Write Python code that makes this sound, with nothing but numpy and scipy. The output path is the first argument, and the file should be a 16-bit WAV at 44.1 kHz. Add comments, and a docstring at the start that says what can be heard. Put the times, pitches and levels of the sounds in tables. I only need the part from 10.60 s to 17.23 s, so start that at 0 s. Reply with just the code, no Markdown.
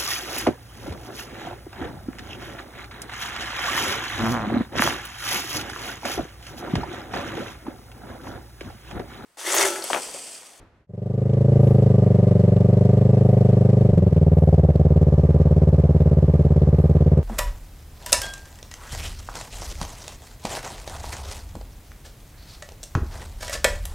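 """Dry grass and gravel beside a hedge: a parallel-twin motorcycle rolls past them, heard at the rider's helmet.
A faint filtered-noise breeze fades out and the engine fades in on a little throttle.
At 3.3 s the throttle shuts and it stumbles down to idle: paired firing impulses boom in tuned resonances.
Shaped noise adds gas rasp, gear whirr, valve and intake hiss, tyres in grass and frame rumble.
Loose plastic buzzes on the hardest pressure swings and ticks at set moments."""
import sys
import numpy as np
from scipy import signal
from scipy.fft import rfft, irfft, next_fast_len
from scipy.io import wavfile
from scipy.ndimage import uniform_filter1d, map_coordinates

SR = 44100
rng = np.random.default_rng(int(sys.argv[2]) if len(sys.argv) > 2 else 0)


def materialize(psi):
    """Save the field psi as 16-bit PCM at rate SR to the path in sys.argv[1].

    A 1-D psi becomes a single channel; in a 2-D psi each row is a channel.
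    """
    bounded = np.clip(np.atleast_2d(psi).T, -1, 1)
    quanta = np.round(bounded * 32767).astype(np.int16)
    wavfile.write(sys.argv[1], SR, quanta)


N = 292383
TIME = np.arange(N) / SR

# the throttle is open until SHUT_S, then its airflow dies away with time constant CLOSE_S
SHUT_S, CLOSE_S = 3.26, 0.19
# coasting: gears and valves run quieter (centre s, half length s)
COAST = (3.85, 0.45)


def amp(db):
    """Decibels to gain."""
    return 10 ** (np.asarray(db) / 20)


def unit(x):
    """Scale to rms 1."""
    return x / np.sqrt(np.mean(x ** 2) + 1e-20)


def along(points, hz):
    """Read (Hz, value) points on a log frequency axis."""
    f, v = np.transpose(points)
    return np.interp(np.log(hz + 1), np.log(f + 1), v)


def wobble(rate):
    """A smooth random curve with rate knots a second."""
    knots = rng.standard_normal(int(N * rate / SR) + 4)
    return map_coordinates(knots, [TIME * rate])


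def swell(s, half_s):
    """A bell of height 1 around the moment s."""
    return np.exp(-((TIME - s) / half_s) ** 2)


def filtered(x, response):
    """Shape x by a complex response of frequency."""
    size = next_fast_len(N + SR // 2)
    spectrum = rfft(x, size) * response(np.fft.rfftfreq(size, 1 / SR))
    return irfft(spectrum, size)[..., :N]


def ring(x, modes):
    """Pass x through parallel resonances; listed neighbours swing against each other."""
    def response(f):
        total = 0
        for k, (centre, width, db) in enumerate(modes):
            damping = 1j * f * width
            total = total + (-1) ** k * amp(db) * damping / (centre * centre - f * f + damping)
        return total
    return filtered(x, response)


def kicks(times, sizes):
    """One impulse at each time."""
    return np.bincount(np.round(times * SR).astype(int), sizes, N)[:N]


def rush(spectrum, alike=None):
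    """Stereo noise of rms 1: mid and side are balanced to set how alike left and right are."""
    # default left-right likeness: f/Hz, correlation (0-1)
    likeness = [(150, .97), (600, .95), (1000, 0.8), (2000, .45), (4000, 0.4), (12000, 0)] if alike is None else alike

    def mid_side(hz):
        turn = np.arccos(np.clip(along(likeness, hz), -1, 1)) / 2
        return amp(along(spectrum, hz)) * [np.cos(turn), np.sin(turn)]
    mid, side = filtered(rng.standard_normal((2, N)), mid_side)
    return unit(np.array([mid + side, mid - side]))


def throttle(at=TIME):
    """Airflow through the throttle, 1 open to 0 shut."""
    return np.exp(-np.maximum(at - SHUT_S, 0) / CLOSE_S)


def bark(soft=0.14):
    """Sharpness of the exhaust's pressure fronts, soft between the moments when it hardens to a bark."""
    # barks of the exhaust: t/s, half length/s, added sharpness
    barks = [(1.1, .2, 0.2), (2.698, 0.14, 0.4), (4.002, .23, 1.1), (4.848, 0.69, 0.3)]
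    return soft + sum(sharpness * swell(s, half_s) for s, half_s, sharpness in barks)


def loaded(idle_db, open_db, coast_db):
    """Gain of a moving part: raised by open throttle, lowered while the engine coasts."""
    return amp(idle_db + open_db * throttle() - coast_db * swell(*COAST))


def breeze(level_db=-50):
    """Soft wind over open ground: mostly low noise with a lightly fluttering level."""
    # wind spectrum: f/Hz, relative level/dB
    wind_spectrum = [(18, -30), (30, -3), (76, 1), (274, -11.5), (311, -10), (383, -10.5), (766, -16.5),
                     (1250, -19.5), (1490, -18.5), (14000, -53.5)]
    return amp(level_db + 1.9 * wobble(12)) * rush(wind_spectrum)


def hedge(pressure, echo_db=-24, t60=0.11):
    """The ground and the hedge scatter a faint answer: a decaying noise tail, unlike on the two sides."""
    t = TIME[:SR // 4]
    tail = rng.standard_normal((2, len(t))) * amp(-60 * t / t60)
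    tail = tail / np.linalg.norm(tail[0])
    return amp(echo_db) * signal.fftconvolve(pressure[None], tail, axes=1)[:, :N]


def tyres(short_grass_db=-70.5, tuft_s=0.1, grit_db=2.0):
    """The tyres crackle through dry grass as gritty treble noise, swishing louder in taller tufts."""
    # taller tufts: t/s, level/dB over the short grass
    tufts = [(1.081, 10.5), (2.72, 5), (3.82, 6), (5.72, 2.5), (6.23, 8)]
    # grass spectrum: f/Hz, relative level/dB
    grass_spectrum = [(3000, -40.5), (7000, -8.5), (10500, 0), (13000, -2.5), (15500, -6)]
    level_db = short_grass_db + sum(db * swell(s, tuft_s) for s, db in tufts)
    crackle = unit(amp(grit_db * wobble(900)))
    return amp(level_db) * crackle * rush(grass_spectrum) * amp([[-2.5], [2.5]])


def shudder(steady_db=-39.5, slack_db=-24):
    """Chain and frame rumble, most when the drive goes slack just after the throttle shuts."""
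    # rumble spectrum: f/Hz, relative level/dB
    rumble_spectrum = [(15, -20), (30, -5.5), (55, -1.5), (75, 2), (130, -2.5), (200, -9), (400, -43),
                       (800, -91)]
    slack = swell(3.385, 0.095)  # centre s, half length s
    return (amp(steady_db) + amp(slack_db) * slack) * rush(rumble_spectrum, [(100, 1.0)])


def intake(level_db=-62):
    """Air hisses through the open intake and dies away with the throttle's airflow."""
    # intake spectrum: f/Hz, relative level/dB
    intake_spectrum = [(1600, -42), (1950, 9), (2250, -12.5), (2850, 0.5), (3400, -14), (7000, -16),
                       (8000, -5.5), (8600, -13), (10000, -28)]
    return amp(level_db) * throttle() * rush(intake_spectrum) * amp([[-1], [1]])


def valves(pulse):
    """The valve gear hisses, pulsing with the firings and flickering fast at random."""
    # hiss spectrum: f/Hz, relative level/dB
    hiss_spectrum = [(600, -39.5), (1500, -2), (1980, 3), (2400, 0), (2850, -1.5), (3800, -4), (5000, -6),
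                     (6300, -9.5), (8200, -13), (9300, -16), (15000, -29)]
    flicker = unit(pulse * amp(2.2 * wobble(400)))
    level = loaded(idle_db=-55.5, open_db=2.1, coast_db=1.8)
    return level * flicker * rush(hiss_spectrum) * amp([[-.4], [.4]])


def gears(pulse):
    """The gears whirr as midrange noise that pulses with the firings."""
    # whirr spectrum: f/Hz, relative level/dB
    whirr_spectrum = [(60, -30.5), (150, 7.5), (290, 14.5), (350, 9.5), (430, 14), (560, 13.5), (700, 5.5),
                      (830, 4.5), (1000, 1.5), (1120, -2.5), (1177, 4.5), (1290, -6.5), (1750, -9),
                      (3500, -52)]
    return loaded(idle_db=-37, open_db=0.35, coast_db=3.6) * pulse * rush(whirr_spectrum)


def gas(flow, level_db=-46):
    """Gas rasps with each firing: noise follows the flow and gains from the bark."""
    # rasp spectrum: f/Hz, relative level/dB
    rasp_spectrum = [(170, -29), (260, -1), (330, -1.5), (420, 2), (560, -0.5), (650, -3.5), (720, -3),
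                     (820, -5), (1000, -18), (1400, -23.5), (2500, -69.5)]
    return amp(level_db) * (1 + bark()) * flow * rush(rasp_spectrum, [(500, 1.0)])


def running(pressure, throb=0.38):
    """Noise of the moving bike: smoothed pressure power drives the gas and throbs in gears and valves."""
    power = np.abs(uniform_filter1d(pressure ** 2, size=300))
    flow = unit(power ** 0.41)
    pulse = unit(1 + throb * flow)
    return gas(flow) + gears(pulse) + valves(pulse) + intake() + tyres()


def rattle(pressure, push_slack=0.29, pull_slack=0.3, pull_share=.9, buzz_db=-33.5, scatter_db=1.5,
           tick_db=-7.5, tick_s=.0009):
    """Loose plastic buzzes when a pressure swing exceeds its slack, and ticks sharply at listed moments."""
    # plastic ticks: t/s, level/dB before the tick_db trim
    ticks = [(1.7983, -36.5), (1.9656, -38.5), (2.007, -35), (2.173, -37), (2.254, -37.5), (3.53, -35),
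             (4.1031, -36), (4.1584, -35), (5.239, -35), (5.4056, -33.5), (5.7406, -34), (6.1875, -34),
             (6.2981, -37), (6.576, -37.5)]
    # plastic spectrum: f/Hz, relative level/dB
    plastic_spectrum = [(500, -30), (1500, 5.5), (2600, 2.5), (4500, -2.5), (7500, -11.5), (11000, -11),
                        (15500, -16)]
    push = np.maximum(pressure - push_slack, 0)
    pull = np.maximum(-pressure - pull_slack, 0)
    # the plastic answers the swing 0.8 ms later
    excess = np.interp(TIME - .0008, TIME, push + pull_share * pull)
    force = amp(buzz_db + scatter_db * wobble(70)) * excess
    for s, db in ticks:
        # each tick peaks 1 ms after its listed time
        force = force + amp(db + tick_db) * np.exp(-abs(TIME - s - .001) / tick_s)
    return force * rush(plastic_spectrum, [(1000, 0.81), (8000, .4)]) * amp([[-2], [2]])


def firings(cycle, scatter_db=0.12, second_db=-2, coast_second_db=0.46, rebound_db=2,
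            steady_jitter_s=.00005, idle_jitter_s=.00013):
    """Firing times and sizes: the second cylinder trails by about half a crank turn; idle is less even."""
    # weak firings: t/s, level/dB against a normal firing
    misfires = [(3.342, -6), (3.517, -13.5), (4.146, -14.5)]
    lag = .24  # in cycles of two crank turns
    starts = np.arange(1, int(cycle[-1] - lag) + 1)
    times = np.interp(np.add.outer(starts, [0, lag]).ravel(), cycle, TIME)
    jitter_s = steady_jitter_s + idle_jitter_s * (1 - throttle(times))
    times = times + jitter_s * rng.standard_normal(len(times))
    # the second cylinder is weaker, a little less so while coasting
    offset_db = second_db + coast_second_db * np.interp(times, TIME, swell(*COAST))
    is_second = np.arange(len(times)) % 2
    db = offset_db * is_second + scatter_db * rng.standard_normal(len(times))
    for s, weak_db in misfires:
        weak = np.argmin(abs(times - s))
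        db[weak] += weak_db
        # the firing after a weak one comes harder
        db[weak + 1] += rebound_db
    return times, amp(db)


def pipes(times, sizes, open_db=0.5, idle_db=0.02):
    """Firings boom in airbox and exhaust, crossfading from open-throttle to shut-throttle resonances."""
    # resonances with the throttle open: f/Hz, width/Hz, level/dB
    pipe_open = [(84, 9.9, 38), (140.6, 66.04, 48), (161.43, 68.45, 47), (345, 40.3, 26), (425, 126, 26),
                 (712.6, 73.2, 29.5), (708.3, 77.4, 28.5), (591.8, 57, 24)]
    # resonances with the throttle shut: f/Hz, width/Hz, level/dB
    pipe_shut = [(95.3, 46.1, 40.35), (72.15, 18.3, 42.13), (145.13, 58.93, 47.8), (153.7, 77.4, 46.7),
                 (350.9, 133.2, 39.8), (364.3, 183.4, 39.0), (628.8, 150.9, 33.7), (641.7, 110.2, 32.7)]
    # part of each blow that the bark brings out: f/Hz, level/dB
    edge = [(380, -32.5), (500, -6), (650, -1.5), (780, 11), (880, -4), (1100, -33)]
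    opening = throttle(times)
    open_boom = amp(open_db) * ring(kicks(times, sizes * opening), pipe_open)
    shut_boom = amp(idle_db) * ring(kicks(times, sizes * (1 - opening)), pipe_shut)
    boom = open_boom - shut_boom
    # a steeper pressure front carries more upper harmonics
    return boom + bark() * filtered(boom, lambda hz: amp(along(edge, hz)))


def casing(times, sizes):
    """Each firing knocks the engine casing with its own random strength and makes it ring."""
    # casing resonances: f/Hz, width/Hz, level/dB
    casing_modes = [(701, 49, 7), (796, 69, 1.5), (950, 77, -16), (1177, 44, -4.5)]
    strength = amp(1.3 * rng.standard_normal(len(times)))
    return ring(kicks(times, sizes * strength), casing_modes)


def engine(cycle, muffle_hz=1050):
    """Pipe boom and casing knock pass the silencer; slow engine rocking is added as sines."""
    times, sizes = firings(cycle)
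    blows = pipes(times, sizes) + casing(times, sizes)
    # rocking at once and twice the cycle rate
    rocking = amp(-42) * np.sin(2 * np.pi * cycle) + amp(-48) * np.sin(4 * np.pi * cycle)
    # the silencer rounds off each blow
    return filtered(blows, lambda hz: 1 / np.sqrt(1 + (hz / muffle_hz) ** 8)) + rocking


def engine_cycle():
    """Running count of engine cycles, summed from the cycle rate."""
    # engine speed, two crank turns a cycle: t/s, f/Hz
    speed = [(0.337, 23.856), (0.56, 25.62), (0.948, 27.067), (1.447, 24.414), (1.878, 23.737),
             (2.561, 25.374), (2.963, 24.81), (3.219, 25.214), (3.334, 23.88), (3.389, 20.257),
             (3.454, 24.14), (3.505, 19.791), (4.192, 18.248), (4.372, 18.576), (4.526, 17.948),
             (4.955, 18.386), (5.721, 17.827), (6.739, 18.137)]
    s, rate = np.transpose(speed)
    return np.cumsum(np.interp(TIME, s, rate)) / SR


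def ports(x, lag=.00013, shade_hz=850):
    """Treble reaches the right microphone port just before the left; bass wraps round the helmet to both."""
    def response(hz):
        delay = lag * hz ** 4 / (hz ** 4 + shade_hz ** 4)
        return np.exp(1j * np.pi * hz * delay * np.array([[-1], [1]]))
    return filtered(x, response)


def scene():
    """The breeze fades out, then the motorcycle fades in."""
    pressure = engine(engine_cycle())
    direct = ports(pressure + rattle(pressure) + running(pressure))
    bike = direct + hedge(pressure) + shudder()
    breeze_fade = np.interp(TIME, (0.081, 0.27), [1, 0])
    bike_fade = np.interp(TIME, (0.27, 1.013), [0, 1])
    return breeze() * breeze_fade + bike * bike_fade


def record(dry, top_hz=15300):
    """A steep low-pass: nothing above the band limit gets through."""
    return filtered(dry, lambda hz: hz < top_hz)


dry = scene()
out = record(dry)
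materialize(out)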